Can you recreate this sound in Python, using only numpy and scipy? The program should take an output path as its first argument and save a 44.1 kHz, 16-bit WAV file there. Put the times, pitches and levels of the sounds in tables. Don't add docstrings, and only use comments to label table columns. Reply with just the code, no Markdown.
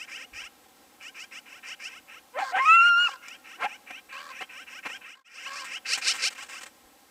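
import sys
import numpy as np
from scipy import signal
from scipy.fft import rfft, irfft, next_fast_len
from scipy.io import wavfile
from scipy.ndimage import uniform_filter1d

SR = 44100
rng = np.random.default_rng(int(sys.argv[2]) if len(sys.argv) > 2 else 0)


def invert_db(x):
    u = np.asarray(x, float) / 20
    return 10 ** u


def file_out(sig):
    cols = np.atleast_2d(sig).T
    lim = np.clip(cols, -1, 1)
    pcm = np.round(lim * 32767).astype(np.int16)
    wavfile.write(sys.argv[1], SR, pcm)


N = 313110

# frequency_hz, gain_db
MUZZLE_RESONANCE = [(150, -30), (300, -13.5), (800, -1), (1300, -1), (2000, -2.5), (2800, -5.5),
                    (3600, -21), (5000, -32), (9000, -31), (14000, -74)]


def evened(x):
    return x / np.sqrt(np.mean(x ** 2) + 1e-20)


def colour(x, gain):
    size = next_fast_len(len(x) + 512)
    return irfft(rfft(x, size) * gain(np.fft.rfftfreq(size, 1 / SR)), size)[:len(x)]


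def shape(points):
    f, db = np.transpose(points)
    return lambda hz: invert_db(np.interp(np.log(hz + 1), np.log(f), db))


def add(mix, s, sound):
    at = round(s * SR)
    part = mix[max(at, 0):][:len(sound) + min(at, 0)]
    part += sound[max(-at, 0):][:len(part)]


def wander(n, span):
    smooth = uniform_filter1d(rng.standard_normal(n), span)
    return evened(uniform_filter1d(smooth, span))


def voice(hz, rough, jitter, count, pure=0, lead=0):
    rough = np.clip(rough, 0, 1)
    turns = np.cumsum(hz * (1 + jitter * rough * wander(len(hz), span=30))) / SR
    slope = pure * (1 - rough) ** 2
    sizes = []
    for k in range(1, count):
        partial_db = 2.5 * wander(len(hz), span=400) + 5 * (k == lead)
        sizes.append(invert_db(partial_db) / k ** slope)
    pulses = sum(size * np.cos(2 * np.pi * k * turns + np.pi / 8 * k ** 2)
                 for k, size in enumerate(sizes, start=1))
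    pulses /= np.sqrt(sum(.5 * size ** 2 for size in sizes))
    puffs = (0.46 + np.exp(-(turns % 1) / 0.52)) * rng.standard_normal(len(hz))
    return np.sqrt(1 - rough) * pulses + np.sqrt(rough) * evened(puffs)


def air():
    # frequency_hz, relative_density_db
    wash_spectrum = [(15, -49.5), (25, -27.5), (80, -10), (151, -11), (241, -4.5), (357, -3), (504, -5),
                     (630, -7.5), (730, -2), (1190, -9), (7760, -21), (9000, -42.5), (11700, -49),
                     (19800, -120)]
    # centre_s, spread_s, peak_db
    gust_rows = [(.355, 0.024, -55), (.43, 0.025, -63), (6.85, 0.025, -66)]
    wash_db, whine_db, whine_hz = -59.5, -76, 7973
    t = np.arange(N) / SR
    wash = evened(colour(rng.standard_normal(N), shape(wash_spectrum)))
    wash *= invert_db(wash_db + 0.45 * wander(N, span=4000))
    rumble = evened(colour(rng.standard_normal(N), lambda hz: hz / (1 + (hz / 60) ** 4)))
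    gusts = sum(invert_db(db) * np.exp(-((t - s) / spread) ** 2) for s, spread, db in gust_rows)
    whine = invert_db(whine_db + 2.5 * wander(N, span=900)) * np.sin(2 * np.pi * whine_hz * t)
    return wash + gusts * rumble + whine


def hillside(x, t60_s=0.91, first_s=0.0062):
    t = np.arange(SR) / SR
    tail = rng.standard_normal(SR) * invert_db(-60 * t / t60_s) * (t > first_s)
    tail = colour(tail, lambda hz: 1 / (1 + (hz / 2500) ** 2))
    return signal.fftconvolve(x, tail / np.linalg.norm(tail))[:N]


def flap(s, db, scale_s):
    # frequency_hz, gain_db
    feather_colour = [(100, -24), (500, -12), (1300, -1), (2500, -1), (4000, -11.5), (6000, -10.5),
                      (8000, -6), (11000, -26.5), (15000, -25)]
    t = np.arange(0, 2 * scale_s, 1 / SR)
    grain = invert_db(3.1 * wander(len(t), span=25)) * rng.standard_normal(len(t))
    puff = 2.38 * t / scale_s * np.exp(-2.5 * t / scale_s)
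    return s, invert_db(db) * evened(colour(grain, shape(feather_colour))) * puff


def croak(s, length, db, hz, rate):
    # frequency_hz, gain_db
    raven_resonance = [(150, -70.5), (300, -25), (550, -20.5), (1100, -4.5), (1650, -6), (2200, -18),
                       (3300, -10), (4500, -17.5), (6000, -18.5), (8000, -16), (10000, -33)]
    t = np.arange(0, length, 1 / SR)
    arch = 1 - .12 * (1 - t / length) ** 3 - .18 * (t / length) ** 6
    beats = np.cumsum(rate * (1 + .015 * wander(len(t), span=600))) / SR
    throb = np.sin(np.pi * (beats % 1) ** .6) ** 4
    low = (.45 + throb) * voice(hz * arch, .45, jitter=.15, count=5)

    def buzz_gain(f):
        peak = .35 + 1.3 / (1 + ((f - 4550) / 500) ** 2)
        return peak / (1 + (3400 / (f + 1)) ** 8)

    buzz = colour((.08 + throb) * voice(hz * arch, .6, jitter=.2, count=16), buzz_gain)
    note = colour(low + invert_db(6.5) * buzz, shape(raven_resonance))
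    return s, invert_db(db) * evened(note) * signal.windows.tukey(len(t), .17)


def magpie(s, length, db, low_hz, treble_db):
    # frequency_hz, gain_db
    beak_resonance = [(150, -67.5), (600, -19), (1000, -15.5), (1500, -3.5), (2100, -3), (2700, 3),
                      (3100, -6), (3400, -18.5), (4200, -22.5), (6000, -62)]
    # centre_hz, width_hz, gain_db
    close_resonances = [(480, 94, -10.5), (5450, 1140, 0.5), (7510, 2780, -7), (11400, 3000, -24)]
    t = np.arange(0, length, 1 / SR)
    effort_db = db + 44
    glide_s, glide_at, glide_bend = 0.095, 0.6, 1.4
    glide = np.clip((t - glide_at * length) / glide_s + .5, 0, 1)
    high_hz = 792.5 + 0.31 * (low_hz - 520) + 3.5 * effort_db
    hz = low_hz + (high_hz - low_hz) * (glide ** 2 * (3 - 2 * glide)) ** glide_bend

    rasp, start_db = 0.37 + 0.011 * effort_db, -0.8 - 0.36 * effort_db
    clear = np.exp(-((glide - .58) / .35) ** 4)
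    lead = 2 if low_hz < 520 and db < -44.8 else 4
    source = voice(hz, rasp * (2.2 - 1.85 * clear), jitter=.08, count=20, lead=lead)
    swell = invert_db(start_db * (1 - np.exp(-((glide - .7) / 0.59) ** 2)))
    edges = np.clip(np.minimum(t / 0.013, (length - t) / 0.016), 0, 1)

    shut, wide = (colour(source, lambda f: shape(beak_resonance)(f / gape)) for gape in (.96, 1.04))
    body = evened((1 - glide) * shut + glide * wide)

    facing = 1 - 0.0095 * (treble_db + 11.5)

    def treble_gain(f):
        return sum(invert_db(gain_db) / (1 + abs(2 * (f - facing * centre) * facing ** 4 / width) ** 4)
                   for centre, width, gain_db in close_resonances)

    crackle = invert_db(3 * wander(len(t), span=50))
    hoarse = (source + .6 * rng.standard_normal(len(t))) * crackle
    treble = colour(hoarse, treble_gain)
    treble *= swell * invert_db(0.46 * wander(len(t), span=300)) * np.sin(np.pi * (t / length) ** 1.36) ** 0.58
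    return s, invert_db(db) * evened(swell * edges) * (body + invert_db(treble_db) * evened(treble))


def bark(rows):
    s, *columns = np.transpose(rows)
    t = np.arange(s[0], s[-1], 1 / SR)
    effort_db, hz, rough = (np.interp(t, s, c) for c in columns)
    pulses = voice(hz, rough, jitter=.15, count=12, pure=3)
    throat = evened(colour(pulses, shape(MUZZLE_RESONANCE)))
    rush = evened(colour(rng.standard_normal(len(t)),
                         lambda f: f / (1 + f / 250) / (1 + (f / 2500) ** 2)))
    return s[0], invert_db(effort_db) * (throat + 1.3 * np.clip(rough, 0, 1) ** 6 * rush)


def huff(s, held_s, db, hz):
    rise_s, fall_s, edge_db, rough = 0.006, 0.0085, -18, 0.86
    return bark([(s - rise_s, db + edge_db, hz, rough), (s, db, hz, rough),
                 (s + held_s, db, hz, rough), (s + held_s + fall_s, db + edge_db, hz, rough)])


def howl():
    # time_s, pitch_hz, first_db, second_db
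    howl_path = [(2.585, 1008, -27, 3), (2.608, 1060, -25.5, -8.5), (2.647, 1089, -30.5, -9.5),
                 (2.659, 1238, -21, -3.5), (2.689, 1284, -17, -4.5), (2.749, 1358, -19, -1.9),
                 (2.807, 1368, -19.5, 2.5), (2.872, 1417, -15, -9), (2.946, 1381, -21, -1.5),
                 (3.023, 1438, -16.5, -10), (3.051, 1435, -22, -2), (3.067, 1387, -26, 4),
                 (3.073, 1310, -29.5, 3.5), (3.08, 1168, -35.5, -16), (3.091, 795, -37, -20),
                 (3.105, 756, -80, -5)]
    # start_s, length_s, level_db
    halved_rows = [(2.58, 0.023, -34), (2.691, 0.066, -30), (3.09, 0.0089, -34)]
    fade_db_per_s, flicker_db = 1103, 3.5
    s, *columns = np.transpose(howl_path)
    t = np.arange(s[0], s[-1], 1 / SR)
    hz, first, mouth_db = (np.interp(t, s, c) for c in columns)
    angle = 2 * np.pi * np.cumsum(hz * (1 + .0007 * wander(len(t), span=300))) / SR

    upper_base = -53 + 0.6 * (first + 20)
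    upper_db = {3: 0.2, 4: -1.5, 5: -4, 6: -14, 7: -17, 8: -21}
    levels_db = {1: first, 2: first + mouth_db}
    for k, db in upper_db.items():
        levels_db[k] = upper_base + db + flicker_db * wander(len(t), span=1500)

    halves = []
    for at, length, db in halved_rows:
        outside_s = np.maximum(np.maximum(at - t, t - at - length), 0)
        halves.append(db - fade_db_per_s * outside_s)
    half = np.max(halves, axis=0)
    loud_half = half + first
    levels_db |= {.5: half - 25, 1.5: half, 2.5: loud_half + 1.6, 3.5: loud_half - 12,
                  4.5: loud_half - 12, 5.5: loud_half - 2, 6.5: loud_half - 9}

    stack = sum(-invert_db(db) * np.cos(k * angle + 0.23 * k ** 2) for k, db in levels_db.items())
    breath = evened(colour(rng.standard_normal(len(t)), shape(MUZZLE_RESONANCE)))
    breath *= invert_db(first - 37.5)
    return s[0], (np.sqrt(2) * stack + breath) * signal.windows.tukey(len(t), .03)


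def scene():
    # start_s, level_db, scale_s
    flap_rows = [(3.283, -30.5, 0.005), (5.64, -31, 0.027), (5.972, -23.5, 0.019), (6.128, -25.5, 0.049),
                 (6.302, -32.5, 0.015), (6.321, -32, 0.012), (6.348, -38, 0.015), (6.376, -32.5, 0.023),
                 (6.399, -35.5, 0.018), (6.421, -30.5, 0.022), (6.462, -36.5, 0.0081),
                 (6.484, -33.5, 0.031), (6.514, -34, 0.065), (6.606, -33.5, 0.022), (6.631, -29, 0.01),
                 (6.656, -35, 0.021)]
    # start_s, length_s, level_db, nominal_top_pitch_hz, mean_throbs_per_s
    croak_rows = [(2.378, 0.15, -38.5, 545.5, 116), (2.95, 0.22, -43.5, 572, 44),
                  (4.112, .22, -43.5, 583, 80), (5.148, 0.09, -46.5, 548, 50),
                  (5.45, .205, -41.5, 581.4, 77)]
    # high when the bird is near and faces this way
    # start_s, length_s, level_db, start_pitch_hz, treble_db
    magpie_rows = [(-0.06, 0.12, -43, 549, -10.5), (0.07, 0.12, -42.5, 535, -10),
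                   (0.161, 0.098, -44.5, 445, -10.5), (0.326, 0.11, -42, 583.5, -9.5),
                   (0.389, 0.097, -45, 457, -11), (1, 0.11, -45.5, 564, -9.5),
                   (1.141, 0.12, -44, 594, -8.5), (1.308, 0.097, -44, 530, -10),
                   (1.453, 0.15, -49, 484, -12.5), (1.625, 0.13, -42, 455, -9),
                   (1.788, 0.11, -41.5, 557, -7.5), (1.872, 0.13, -48, 480, -12.5),
                   (2.072, 0.13, -48.5, 434, -16), (2.603, 0.098, -39.5, 552, -10.5),
                   (2.788, 0.12, -41.5, 562, -12), (3.014, 0.13, -46, 600, -6.5),
                   (3.214, 0.16, -47, 556, -12), (3.438, 0.14, -48, 442.6, -13),
                   (3.653, 0.12, -45.5, 549, -14.5), (3.859, 0.15, -45, 574, -18),
                   (4.086, 0.14, -44.5, 571, -23), (4.298, 0.16, -44, 508, -16),
                   (4.487, 0.16, -45, 507.3, -14), (4.661, 0.15, -45, 486.5, -12),
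                   (4.824, 0.16, -42, 579, -13.5), (5.006, 0.11, -46, 508, -28),
                   (5.042, 0.12, -44, 454, -12.5), (5.24, 0.049, -39, 592, -11.5),
                   (5.268, 0.17, -43, 467, -8), (5.363, 0.14, -42, 459, -11), (5.499, 0.14, -44, 561, -2.5),
                   (5.645, 0.15, -39.5, 474, -10.5), (5.846, 0.13, -33, 483.7, 0),
                   (6.006, 0.13, -32, 455.5, 2), (6.177, 0.12, -32.5, 450.7, 0.8),
                   (6.35, 0.099, -45, 480, -9.5), (6.487, 0.12, -45, 512, -8)]
    # time_s, effort_db, pitch_hz, roughness (0-1)
    bark_tables = [
        [(2.33, -56, 456.7, 0.4), (2.36, -36, 522.7, 0.34), (2.385, -25.5, 673, 0.38), (2.41, -29.5, 937, 0.7),
         (2.43, -29.5, 773, 0.2), (2.455, -48, 680, 0.5)],
        [(2.522, -36.5, 674, 0.5), (2.533, -33.5, 710, 0.2), (2.553, -27, 782, 0.37), (2.565, -23, 748, 0.63),
         (2.595, -24, 1006, 0.55), (2.61, -38, 1016, 0.7), (2.65, -44.5, 1077, 0.7)],
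        [(3.575, -56, 296, 0.27), (3.61, -34, 440.4, 0.76), (3.635, -23, 628, 0.64), (3.652, -25.5, 795, 0.75),
         (3.667, -31, 841, 0.22), (3.68, -72, 794, 0.1)],
    ]
    # hold_start_s, held_s, effort_db, pitch_hz
    huff_rows = [(3.908, 0.0021, -36, 729), (4.409, 0.019, -36.5, 371.4), (4.856, 0.015, -33.5, 289),
                 (4.899, 0.0026, -40.5, 508)]
    calls = np.zeros(N)
    for source, table in ((flap, flap_rows), (croak, croak_rows), (magpie, magpie_rows), (huff, huff_rows)):
        for row in table:
            add(calls, *source(*row))
    for rows in bark_tables:
        add(calls, *bark(rows))
    add(calls, *howl())
    return (calls + invert_db(-31) * hillside(calls) + air())[None]


def low_pass(x):
    return signal.sosfilt(signal.butter(12, 16440, fs=SR, output="sos"), x)


def record(dry):
    track_lag, track_share = 166.45, 0.61
    dip_s, dip_ramp_s = 5.237, .24
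    edge_hz, low_hz, hiss_db = 15450, 14, -61
    bent = dry[0] - 0.11 * dry[0] ** 2
    comb = colour(bent, lambda hz: 1 + track_share * np.exp(-2j * np.pi * hz * track_lag / SR))
    comb /= np.hypot(1, track_share)
    hiss = invert_db(hiss_db) * rng.standard_normal(N)
    dip = np.clip(abs(np.arange(N) / SR - dip_s) / dip_ramp_s, 0, 1)

    def band_limit(hz):
        return 1 / (1 + (hz / edge_hz) ** 120) * hz ** 2 / (hz ** 2 + low_hz ** 2)

    finished = colour((comb + hiss) * dip, band_limit)
    return low_pass(finished[None])


dry = scene()
out = record(dry)
file_out(out)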